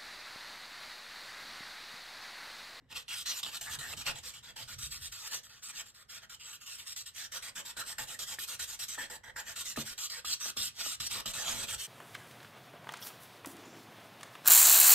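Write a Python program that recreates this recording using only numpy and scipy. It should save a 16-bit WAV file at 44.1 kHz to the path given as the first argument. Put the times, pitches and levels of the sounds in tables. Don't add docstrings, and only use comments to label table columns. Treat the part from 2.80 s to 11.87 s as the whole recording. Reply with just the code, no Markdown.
import sys
import numpy as np
from scipy import signal
from scipy.io import wavfile
from scipy.ndimage import uniform_filter1d

SR = 44100
rng = np.random.default_rng(int(sys.argv[2]) if len(sys.argv) > 2 else 0)


def attenuation_scalar(level_db):
    decades = np.asarray(level_db, float) / 20
    return 10 ** decades


def inscribe(sig):
    pcm = np.round(np.clip(np.atleast_2d(sig).T, -1, 1) * 32767)
    wavfile.write(sys.argv[1], SR, pcm.astype(np.int16))


N = 399987

# (time [s], level [dB])
LAST_TURN = (9.075, -49.5)


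def evened(x):
    return x / np.sqrt(np.mean(x ** 2) + 1e-20)


def read(points, hz):
    f, value = np.transpose(points)
    return np.interp(np.log(hz + 1), np.log(f + 1), value)


def ports(shared, apart, hz, shift_hz=0, clear=0, facing=1):
    # (frequency [Hz], coherence [0-1])
    likeness = [(200, 0.78), (700, 0.7), (1400, 0.99), (2400, 0.65), (3300, 0.87), (5000, 0.45),
                (6300, 0.49), (7500, .96), (9000, .93), (15000, 0.96)]
    # (frequency [Hz], lead [half turns])
    left_lead = [(0, 0), (690, -.3), (1100, -.08), (3000, -.18), (3700, -.36), (4400, -.85), (4800, -.95),
                 (6100, -.88), (6500, -.7), (7000, -.28), (8100, .01), (15450, 3)]
    # (frequency [Hz], left minus right [dB])
    balance = [(60, -1.5), (550, -3), (1650, -0.1), (8000, -1)]
    hz = hz[:, None]
    alike = read(likeness, hz) + clear * np.exp(-((hz - 5500) / 1300) ** 2)
    alike = np.clip(alike, 0, .99)
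    lean = attenuation_scalar(read(balance, hz) / 2)
    lead = np.exp(1j * np.pi * np.interp(hz + shift_hz * hz / 10000, *np.transpose(left_lead)))
    turned = (1 - facing) * np.exp(-((hz - 5350) / 1250) ** 4)
    lead = lead * np.exp(.8j * np.pi * turned)
    shade = attenuation_scalar(-5.0 * turned)
    left = shared * lead * lean
    right = (alike * shared + np.sqrt(1 - alike ** 2) * apart) / lean
    return shade * np.array([left, right])


def strokes():
    # (turn time [s], level at the turn [dB], early level [dB], late level [dB], plate ring under the tip [dB])
    snapped = [(0.278, -81, -47.5, -36.5, 6.5), (0.628, -57.5, -38.5, -43, 3.5),
               (0.809, -58.5, -42.5, -44.5, 1.5), (0.986, -58, -40.5, -43.5, 6),
               (1.352, -56.5, -47, -45.5, 0), (1.535, -56.5, -48.5, -52, 2.5), (2.63, -68.5, -54, -54.5, 3),
               (3.056, -64, -54.5, -56, 1.5), (3.493, -79, -51.5, -48.5, 2), (3.728, -51, -45, -50, -0.5),
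               (4.16, -61, -42.5, -44.5, -1), (5.18, -67, -38.5, -41.5, 8.5),
               (5.388, -62.5, -40.5, -39, 2.5), (5.586, -61, -42.5, -38, -1), (5.791, -61, -40, -38, 3),
               (6.081, -55.5, -40, -41, 2.5), (6.297, -65, -46.5, -47, 9.5), (6.96, -59.5, -43, -36.5, 0.5),
               (7.176, -67, -41.5, -35.5, -3), (7.296, -54, -41.5, -45, 5.5), (7.445, -69.5, -42, -30, -3),
               (8.253, -39, -39.5, -36, -5.5), (8.455, -64.5, -37, -41, -1.5), (8.534, -50, -39, -36, 3)]
    # (time [s], turn [dB], early [dB], late [dB], ring [dB])
    brisk = [(0.455, -58.5, -36.5, -30, 1.5), (1.165, -58, -44, -42.5, 0.5), (1.429, -64, -47.5, -43, -1.5),
             (1.626, -70, -54, -50, 9.5), (1.756, -73.5, -46.5, -44.5, 7), (1.98, -63.5, -46, -41, -1),
             (2.316, -64, -43.5, -48.5, 1), (2.69, -63.5, -55.5, -59, 7.5), (3.14, -74, -57.5, -56.5, 5),
             (3.593, -70.5, -52, -46.5, 6), (3.858, -55, -45.5, -45, -0.5), (4.063, -54, -42.5, -47, 1.5),
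             (4.256, -63.5, -44.5, -49, 1.5), (4.514, -73, -44, -37.5, 5), (4.62, -57, -43.5, -45, 7),
             (4.75, -71, -43.5, -40.5, 8.5), (4.848, -60.5, -45, -43.5, 6.5), (4.963, -68, -43, -36.5, 8),
             (5.988, -60.5, -40, -37, 0.2), (6.431, -81.5, -53.5, -49.5, 20),
             (6.557, -75, -43.5, -39.5, 10.5), (6.755, -59.5, -41, -39, -1.5),
             (7.763, -69.5, -36, -34, -4.5), (8.196, -65.5, -34.5, -41.5, 0.5)]
    # (time [s], turn [dB], early [dB], late [dB], ring [dB])
    eased = [(0.148, -51.5, -38, -56, -2.5), (0.92, -38.5, -38.5, -37, 2), (1.252, -56, -31.5, -37.5, 6.5),
             (1.872, -61, -46.5, -45.5, 4), (2.103, -57, -40.5, -45.5, 2), (2.818, -69.5, -43.5, -47.5, -3),
             (2.886, -47, -43, -60, 6), (3.281, -82.5, -49, -46.5, 3), (3.415, -62.5, -52, -55.5, 13),
             (3.8, -69, -50.5, -56, 2.5), (3.977, -54, -45, -58.5, 3.5), (5.055, -54.5, -41.5, -41, 5.5),
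             (5.269, -56.5, -43, -44, 5.5), (5.464, -51.5, -41, -40.5, 4.5), (5.671, -54.5, -39, -41.5, 6),
             (5.873, -52, -41.5, -42.5, 3), (6.175, -53, -35.5, -47, 11.5), (6.845, -50.5, -39, -43.5, 2),
             (7.05, -55, -41, -45.5, 6.5), (7.594, -58.5, -39.5, -37.5, 3), (8.297, -52, -36, -40.5, 3),
             (8.662, -40.5, -34, -36, 6), (8.87, -50.5, -38.5, -38.5, 4), (8.977, -52.5, -39.5, -39, 1.5)]
    # (time [s], turn [dB], early [dB], late [dB], ring [dB])
    crept = [(0.084, -85, -46, -55, 5.5), (0.354, -41.5, -39.5, -43, -2.5), (0.552, -43, -38, -52, -4),
             (0.714, -51, -39.5, -40.5, -1), (1.07, -43.5, -43, -42, 3), (2.201, -57.5, -42.5, -42.5, 2),
             (2.392, -46, -46.5, -41, 4.5), (2.502, -51.5, -35, -50, 3.5), (2.946, -51, -41, -41, 5.5),
             (4.335, -68.5, -43, -46, 6.5), (6.648, -58.5, -42.5, -45, 8.5),
             (7.941, -64.5, -47.5, -34, 3.5), (8.033, -41.5, -36, -41, -7), (8.744, -39.5, -39, -37, 8)]
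    # (snapped [ms], brisk [ms], eased [ms], crept [ms])
    speed_up_ms = (5, 10.5, 23, 45)
    # (snapped [ms/dB], brisk [ms/dB], eased [ms/dB], crept [ms/dB])
    brake_ms_per_db = (1.77, 1.9, 1.77, 1.62)
    rows = []
    for kind, rise_ms, pace in zip((snapped, brisk, eased, crept), speed_up_ms, brake_ms_per_db):
        rows += [(*row, rise_ms, pace) for row in kind]
    return np.transpose(sorted(rows))


def tip_speed_db():
    # (middle time [s], length [s], level [dB])
    presses = [(0.304, 0.023, 3.5), (0.333, 0.01, 2.5), (0.456, 0.012, 4), (0.524, 0.019, -5.5),
               (0.63, 0.017, 2.5), (0.652, 0.021, -2), (0.807, 0.018, 7.8), (0.883, 0.021, 4.5),
               (0.962, 0.013, 7), (1.257, 0.01, 6), (1.26, 0.01, -2), (1.473, 0.03, 3.7),
               (1.503, 0.017, -3.5), (2.034, 0.025, 5), (2.115, 0.021, 0.5), (2.528, 0.041, -0.5),
               (4.133, 0.024, 6), (4.174, 0.026, 2.5), (4.41, 0.047, 2), (5.074, 0.011, -1),
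               (5.254, 0.03, -0.5), (5.58, 0.017, -2.7), (5.602, 0.014, 3.1), (5.65, 0.022, 10.5),
               (6.052, 0.015, 4.5), (6.2, 0.017, -5.5), (6.328, 0.042, 4), (6.822, 0.032, 4),
               (6.902, 0.013, 3.5), (7.024, 0.012, 11), (7.27, 0.01, 6), (7.339, 0.043, 2),
               (7.437, 0.0085, 6.7), (7.484, 0.016, 0), (7.65, 0.047, 3.2), (7.83, 0.022, 2.9),
               (7.871, 0.026, -4), (7.996, 0.019, 5), (8.038, 0.019, 1), (8.124, 0.018, 1.5),
               (8.195, 0.011, -10), (8.218, 0.013, -4.5), (8.263, 0.011, 2.5), (8.287, 0.043, 4.6),
               (8.53, 0.02, -1), (8.643, 0.023, -6.6), (8.879, 0.01, -3), (8.921, 0.045, 1),
               (8.95, 0.011, 5.5), (9.034, 0.013, -0.5)]
    brake_ms, brake_share = 4.6, 0.52
    s, turn_db, early_db, late_db, _, rise_ms, pace = strokes()
    end, end_db = np.append(s[1:], LAST_TURN[0]), np.append(turn_db[1:], LAST_TURN[1])
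    fall_s = (brake_ms + pace * abs(late_db - end_db)) / 1000
    fall_s = np.minimum(fall_s, brake_share * (end - s))
    t = np.arange(N) / SR
    k = np.clip(np.searchsorted(s, t) - 1, 0, None)
    moving, braking = s[k] + rise_ms[k] / 1000, end[k] - fall_s[k]
    run = np.clip((t - moving) / np.maximum(braking - moving, 1 / SR), 0, 1)
    tear_db = .18 * (early_db[k] - turn_db[k]) * np.exp(-abs(t - s[k]) / .012)
    level = early_db[k] + run * (late_db[k] - early_db[k]) + tear_db
    for middle, length, db in presses:
        near = slice(round((middle - .1) * SR), round((middle + .1) * SR))
        level[near] += db * np.exp(-(2 * (t[near] - middle) / length) ** 2)
    still = np.clip((moving - t) / (moving - s[k]), 0, 1) ** 2
    stopped = 1 - np.clip((end[k] - t) / (end[k] - braking), 0, 1) ** 2
    return level + still * (turn_db[k] - level) + stopped * (end_db[k] - level)


def slips(per_s, spread_db, hiss):
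    force = attenuation_scalar(spread_db * np.minimum(rng.exponential(1, N), 3.6)) * rng.choice([-1, 1], N)
    slip = force * (rng.random(N) < per_s / SR)
    clumps_db = 1.0 * evened(uniform_filter1d(rng.standard_normal(N), size=130))
    return attenuation_scalar(clumps_db) * (evened(slip) + hiss * rng.standard_normal((2, N)))


def plate_db(t, speed_db):
    # (frequency [Hz], density [dB per Hz])
    paper = [(200, -13), (500, -17), (1000, -10.5), (1500, -7), (2300, -8.5), (2900, 0.5), (4000, 0),
             (5000, 0.5), (6600, -2), (8500, 1), (11000, -3), (13500, -5), (14800, -10.5), (15900, -6)]
    # (frequency [Hz], width [Hz], level above the scratch [dB], share of the ring followed [ratio])
    plate = [(555, 196, 5.5, 0.61), (920, 140, 2.5, 0.88), (1302, 49, 5.5, -0.024), (1850, 190, 4, 0.098),
             (2570, 150, 3, -0.3), (3215, 220, 1, 0.53), (3874, 98, 4, 0.11), (5890, 710, 5.5, -0.052),
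             (7460, 1210, 4.5, 0.36)]
    # (time [s], dish lifted off the tray [dB], felt dragging on dry paper [dB])
    tip = [(0.1, -1.5, -10.5), (0.33, -14.5, -6.5), (0.6, -3, -6.5), (1.0, -2, -2.5), (1.33, -1, -7),
           (1.5, -6.5, -5.5), (2.2, -10.5, -1), (3.0, -7, -4), (3.5, -9, -2.5), (4.25, -13.5, -2),
           (4.7, -6.5, -1.5), (5.3, -4.5, 0), (6.05, -7.5, 0), (6.5, -7, 0.5), (7.5, -8, -4),
           (8.2, -4.5, -5.5), (8.45, 3.5, -5.5), (9.07, -8, -0.5)]
    # (middle time [s], length [s], frequency [Hz], level above the rest [dB])
    singing = [(0.49, 0.083, 3870, 7), (0.497, 0.053, 6140, 8.5), (0.328, 0.13, 2640, 7.5),
               (0.578, 0.08, 13000, 7), (0.646, 0.029, 3680, 13.5), (0.882, 0.035, 1840, 23),
               (0.884, 0.026, 2230, 7), (0.76, 0.047, 4100, 7), (6.114, 0.068, 6200, 2),
               (1.102, 0.073, 12800, 2), (0.885, 0.042, 1260, 23.5), (0.888, 0.035, 920, 18),
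               (0.964, 0.019, 1660, 21), (1.051, 0.07, 1740, 16), (1.286, 0.073, 2640, 12.5),
               (2.733, .2, 8000, -1), (2.746, 0.24, 1410, 10), (2.874, 0.089, 7900, 9.5),
               (3.4, 0.93, 1380, 5), (3.76, 0.47, 2970, 7), (4.464, 0.043, 1540, 9), (4.57, 0.04, 1460, 9),
               (4.757, 0.055, 1590, 10), (4.998, 0.091, 1630, 7), (5.023, 0.029, 1350, 14.5),
               (5.143, 0.03, 1800, 10), (5.192, 0.028, 1790, 9.5), (5.356, 0.021, 1790, 16),
               (2.1, .2, 13000, 0), (7.667, 0.095, 6060, 7.5), (6.146, .03, 1750, 11),
               (6.189, 0.033, 924, 22), (6.194, 0.049, 1740, 15), (6.35, 0.089, 1770, 6),
               (6.476, 0.12, 1740, 9), (6.583, 0.13, 1820, 8), (6.713, 0.13, 1770, 5.5),
               (6.83, 0.23, 3670, 3.5), (6.938, 0.046, 1850, 12), (8.933, 0.08, 8500, 6.5),
               (7.307, 0.1, 4200, 7), (7.366, 0.12, 1800, 4.5), (7.53, 0.039, 4280, 11.5),
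               (7.553, 0.079, 6000, 7), (7.807, 0.06, 4080, 6.5), (8.339, 0.058, 8000, 8),
               (8.71, 0.037, 8100, 4), (8.808, 0.051, 8350, 8.5), (8.884, 0.026, 3400, 0)]
    singing_octaves = .22
    hz = np.fft.rfftfreq(512, 1 / SR)[:, None]
    octave = np.log2(hz / 1000 + .01)

    def below(edge):
        return 1 / (1 + np.exp(13.0 * (octave - edge)))

    turn, _, _, _, ring_db, _, _ = strokes()
    ring = np.interp(t, (turn + np.append(turn[1:], LAST_TURN[0])) / 2, ring_db)
    s, lifted, dry_felt = np.transpose(tip)
    flex = np.interp(t, s, lifted) + ring
    hiss = np.interp(t, s, dry_felt) - 0.33 * ring
    field = read([(90, -11.5)] + paper, hz) + flex * below(0.042)
    field = field + 0.85 * ring * (below(1.29) - below(0.29)) + hiss * (1 - below(2.513))
    field += 0.12 * (speed_db - uniform_filter1d(speed_db, size=90)) * (1 - below(3.2))
    stroke = np.clip(np.searchsorted(turn, t) - 1, 0, None)
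    chance = rng.standard_normal((len(turn), len(plate), 2))[stroke]
    for k, (mode_hz, width, db, share) in enumerate(plate):
        centre = mode_hz * (1 + 0.035 * chance[:, k, 0])
        mode_db = db + share * ring + 2.2 * chance[:, k, 1]
        field += mode_db * np.exp(-(1.73 * (hz - centre) / width) ** 2)
    for middle, length, mode_hz, db in singing:
        moment = np.exp(-(2 * (t - middle) / length) ** 4)
        field += db * moment * np.exp(-((octave - np.log2(mode_hz / 1000)) / singing_octaves) ** 2)
    patches = rng.standard_normal((len(t), len(hz))).T
    patches = uniform_filter1d(uniform_filter1d(patches, size=3, axis=0), size=16, axis=1)
    return field + 3.2 * evened(patches)


def marker():
    # (start [s], end [s])
    in_view = [
        (0, .9),
        (1.9, 4.3),
        (7.1, 8.3),
    ]
    # (time [s], share of the full lag [ratio])
    tip_facing = [
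        (0, .2),
        (.9, .3),
        (1.8, .9),
        (2.2, 1.05),
        (4.1, 1.05),
        (4.7, .75),
        (6.7, .6),
        (7.2, 1),
        (8.2, .9),
        (8.8, .5),
    ]
    hz, t, z = signal.stft(slips(4500, 3.2, 1.5), SR, nperseg=512, noverlap=384)
    z[1] *= np.exp(2j * np.pi * rng.random(z[1].shape))
    speed_db = tip_speed_db()
    colour = attenuation_scalar(plate_db(t, speed_db[np.minimum((t * SR).astype(int), N - 1)]))
    colour /= np.sqrt((colour[12:] ** 2).mean(0))
    shift_hz = 190 * evened(uniform_filter1d(rng.standard_normal(len(t)), size=40))
    clear = .36 * sum((t > start) & (t < end) for start, end in in_view)
    facing = np.interp(t, *np.transpose(tip_facing))
    spectra = ports(z[0], 2.29 * z[1], hz, shift_hz, clear, facing) * colour
    scratch = signal.istft(spectra, nperseg=512, noverlap=384)[1][:, :N]
    scratch = evened(scratch) * attenuation_scalar(speed_db + 0.5)
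    tail = rng.standard_normal((2, 9000)) * attenuation_scalar(-60 * np.arange(9000) / SR / .22)
    tail = signal.lfilter([1], [1, -.9], tail)
    tail /= np.linalg.norm(tail[0])
    return scratch + attenuation_scalar(-11.0) * signal.oaconvolve(scratch, tail, axes=1)[:, :N]


def ticks():
    # (time [s], level [dB], ring frequency [Hz])
    releases = [(0.6343, -24, 3540), (0.6638, -25, 3030), (1.1358, -24.5, 2700), (1.265, -24, 2440),
                (5.5866, -25, 1800), (5.7975, -29.5, 1690), (6.5622, -29, 1670), (6.9606, -29.5, 1770),
                (7.4464, -31.5, 1240), (7.7682, -37, 3860), (0.306, -35, 2900), (0.341, -33, 2700),
                (2.03, -37, 3440), (7.657, -41, 885), (8.062, -40, 1200), (8.681, -30, 2940),
                (8.887, -25, 3200)]
    rise_cycles, fade_cycles = 0.051, 7.6
    out, t = np.zeros(N), np.arange(1200) / SR
    for s, db, hz in releases:
        cycles = hz * t
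        shape = (1 - np.exp(-cycles / rise_cycles)) * np.exp(-cycles / fade_cycles)
        sound = shape * (np.sin(2 * np.pi * cycles) + 0.19 * np.sin(2 * np.pi * 1.2 * cycles))
        out[round(s * SR):][:len(t)] += attenuation_scalar(db - 7.0) * sound
    return out * attenuation_scalar([[-.8], [.8]])


def pops():
    # (time [s], low thump level [dB], ring frequency [Hz], t60 [s], upper modes above the thump [dB])
    buckles = [(0.015, -62.5, 258, 0.063, -36), (0.662, -69, 274, 0.14, 19),
               (1.135, -58.5, 150, 0.093, 11.5), (4.967, -62.5, 282, 0.12, 12),
               (5.182, -61, 248, 0.13, -10), (6.177, -53.5, 274, 0.075, 9), (6.972, -31.5, 217, 0.094, -2),
               (7.444, -60, 275, 0.052, -4), (7.655, -52, 204, 0.074, 7.5),
               (7.765, -45.5, 212, 0.075, -2.5), (8.059, -54.5, 279, 0.053, 11), (8.2, -60, 216, 0.11, -6),
               (8.455, -54, 226, 0.092, 8), (6.985, -66.5, 230, 0.08, 25.5)]
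    # (frequency [Hz], level [dB], t60 [s], left lead [half turns], left minus right [dB])
    dish = [
        (313, -6, 0.12, -.1, 9),
        (468, 7, 0.039, -0.23, -1),
        (617, 11.5, 0.03, -0.56, -3),
        (815, 11, 0.026, -0.53, -4),
        (1243, 14, 0.021, -0.14, -4),
    ]
    out, t = np.zeros((2, N)), np.arange(8000) / SR
    swell = (1 - np.exp(-t / .014)) ** 2
    band = signal.butter(2, [250, 700], "band", fs=SR)
    rattle = evened(signal.lfilter(*band, rng.standard_normal(8000)))
    port = np.array([[.5], [-.5]])
    for (s, db, hz, t60, upper_db), chance in zip(buckles, rng.random((len(buckles), len(dish), 2))):
        pitch = hz * (1 + 2.39 * np.exp(-t / 0.0035))
        sound = np.sin(2 * np.pi * np.cumsum(pitch) / SR) * attenuation_scalar(15.0 - 60 * t / t60) * swell
        sound += np.sin(2 * np.pi * .65 * hz * t) * attenuation_scalar(-3.5 - 60 * t / 0.19) * swell
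        sound += np.cos(2 * np.pi * hz * t) * attenuation_scalar(-1.5 - 60 * t / 0.22) * swell
        sound += rattle * attenuation_scalar(-4.5 - 60 * t / 0.16) * swell
        sound = sound * attenuation_scalar(port)
        for (mode_hz, mode_db, mode_t60, lead, lean_db), c in zip(dish, chance):
            cycles = mode_hz * (.97 + .06 * c[0]) * t
            level = lean_db * port + upper_db - 6 * c[1] + mode_db - 60 * t / mode_t60
            ring = np.sin(2 * np.pi * cycles + np.pi * lead * port)
            sound += ring * attenuation_scalar(level) * (1 - np.exp(-cycles / 3))
        part = out[:, round(s * SR):][:, :len(t)]
        part += attenuation_scalar(db) * sound[:, :part.shape[1]]
    return out


def nudges():
    # (time [s], level [dB], frequency [Hz])
    bumps = [(0.9, -53, 85.5), (0.979, -51, 137), (0.985, -61, 65), (1.08, -57, 88.5), (1.33, -54, 139),
             (1.45, -65, 50), (1.8, -56, 116), (1.92, -61, 45), (1.99, -57, 125), (2.03, -48, 61.5),
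             (2.06, -58, 139), (2.19, -59, 124), (2.28, -57, 45), (2.109, -56, 45), (2.21, -51, 75.5),
             (2.3, -59, 111), (5.209, -56, 123), (5.81, -57, 71), (6.189, -62, 100), (7.46, -59, 71.5),
             (8.22, -59, 69), (8.949, -54, 64.7)]
    rise_s, t60_s = 0.0062, 0.2
    out, t = np.zeros(N), np.arange(12000) / SR
    for s, db, hz in bumps:
        swell = (1 - np.exp(-t / rise_s)) ** 2
        sound = np.sin(2 * np.pi * hz * t) * swell * attenuation_scalar(db + 7.0 - 60 * t / t60_s)
        part = out[round(s * SR):][:len(t)]
        part += sound[:len(part)]
    return out


def noise(spectrum):
    hz, _, z = signal.stft(rng.standard_normal((2, N)), SR, nperseg=4096)
    spectra = ports(*z, hz) * attenuation_scalar(read(spectrum, hz))[:, None]
    return evened(signal.istft(spectra, nperseg=4096)[1][:, :N])


def hands():
    # (time [s], rumble level [dB])
    handling = [(0.0, -72), (0.78, -76), (0.98, -60), (1.67, -69.5), (2.02, -57), (2.36, -71),
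                (2.46, -73.5), (3.9, -74), (6.95, -69), (6.99, -54), (7.12, -72), (7.749, -81), (7.8, -58),
                (8.01, -77), (8.21, -67.5), (8.87, -69), (8.94, -53.5), (9.07, -82)]
    # (frequency [Hz], density [dB per Hz])
    rumble = [(12, -45), (20, -17), (54, 4.5), (129, 4), (168, -7), (206, -6.5), (242, -12), (400, -25),
              (520, -20), (880, -120)]
    s, db = np.transpose(handling)
    return noise(rumble) * attenuation_scalar(np.interp(np.arange(N) / SR, s, db) + 1.5)


def room():
    # (frequency [Hz], density [dB per Hz])
    hum = [(180, 3), (300, -15), (416, -7.5), (1370, -19), (1940, -11), (2280, -17), (2700, -29),
           (15000, -40)]
    return attenuation_scalar(-77) * noise([(20, -44), (200, -79)] + hum)


def scene():
    return marker() + ticks() + pops() + nudges() + hands() + room()


def top_cut(x):
    return signal.sosfilt(signal.butter(12, 15770, fs=SR, output="sos"), x)


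def record(dry):
    both = np.array([dry[0] + dry[1], dry[0] - dry[1]])
    both = np.pad(both, [(0, 0), (1024 - 187, 3072)])
    n, at = np.arange(2048) + .5, 1024 * np.arange(N // 1024 + 2)
    lapped = np.sin(np.pi * n / 2048)[:, None] * np.cos(np.pi / 1024 * np.outer(n + 512, n[:768]))
    blocks = both[:, at[:, None] + np.arange(2048)].reshape(-1, 2048)
    z = (blocks @ lapped).reshape(2, -1, 48, 16)
    band = (z ** 2).mean(axis=3, keepdims=True)
    short_db = 2.6 * evened(uniform_filter1d(rng.standard_normal(band.shape), size=3, axis=1))
    centre = (np.arange(48)[:, None] + .5) * SR / 128
    band_db = np.interp(centre, [1000, 4000, 5000, 6300, 7500, 10000, 14000, 15500],
                        [-20, -12, -10, -9, -9.5, -4.5, -5, 0]) + short_db
    line_db = np.interp(centre, [1000, 1900, 5500, 7200, 9000, 10000, 13000, 14500],
                        [-27, -14, -18, -21, -19, -16, -14, -6]) + 2 * short_db
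    top = band.max(axis=0)
    z *= (band > top * attenuation_scalar(2 * band_db)) & (z ** 2 > top * attenuation_scalar(2 * line_db))
    frames = (z.reshape(-1, 768) @ lapped.T / 1024).reshape(2, -1, 2, 1024)
    joined = frames[:, 1:, 0] + frames[:, :-1, 1]
    mid, side = np.pad(joined.reshape(2, -1), [(0, 0), (187, 1024)])[:, :N]
    return top_cut(np.array([mid + side, mid - side]))


dry = scene()
out = record(dry)
inscribe(out)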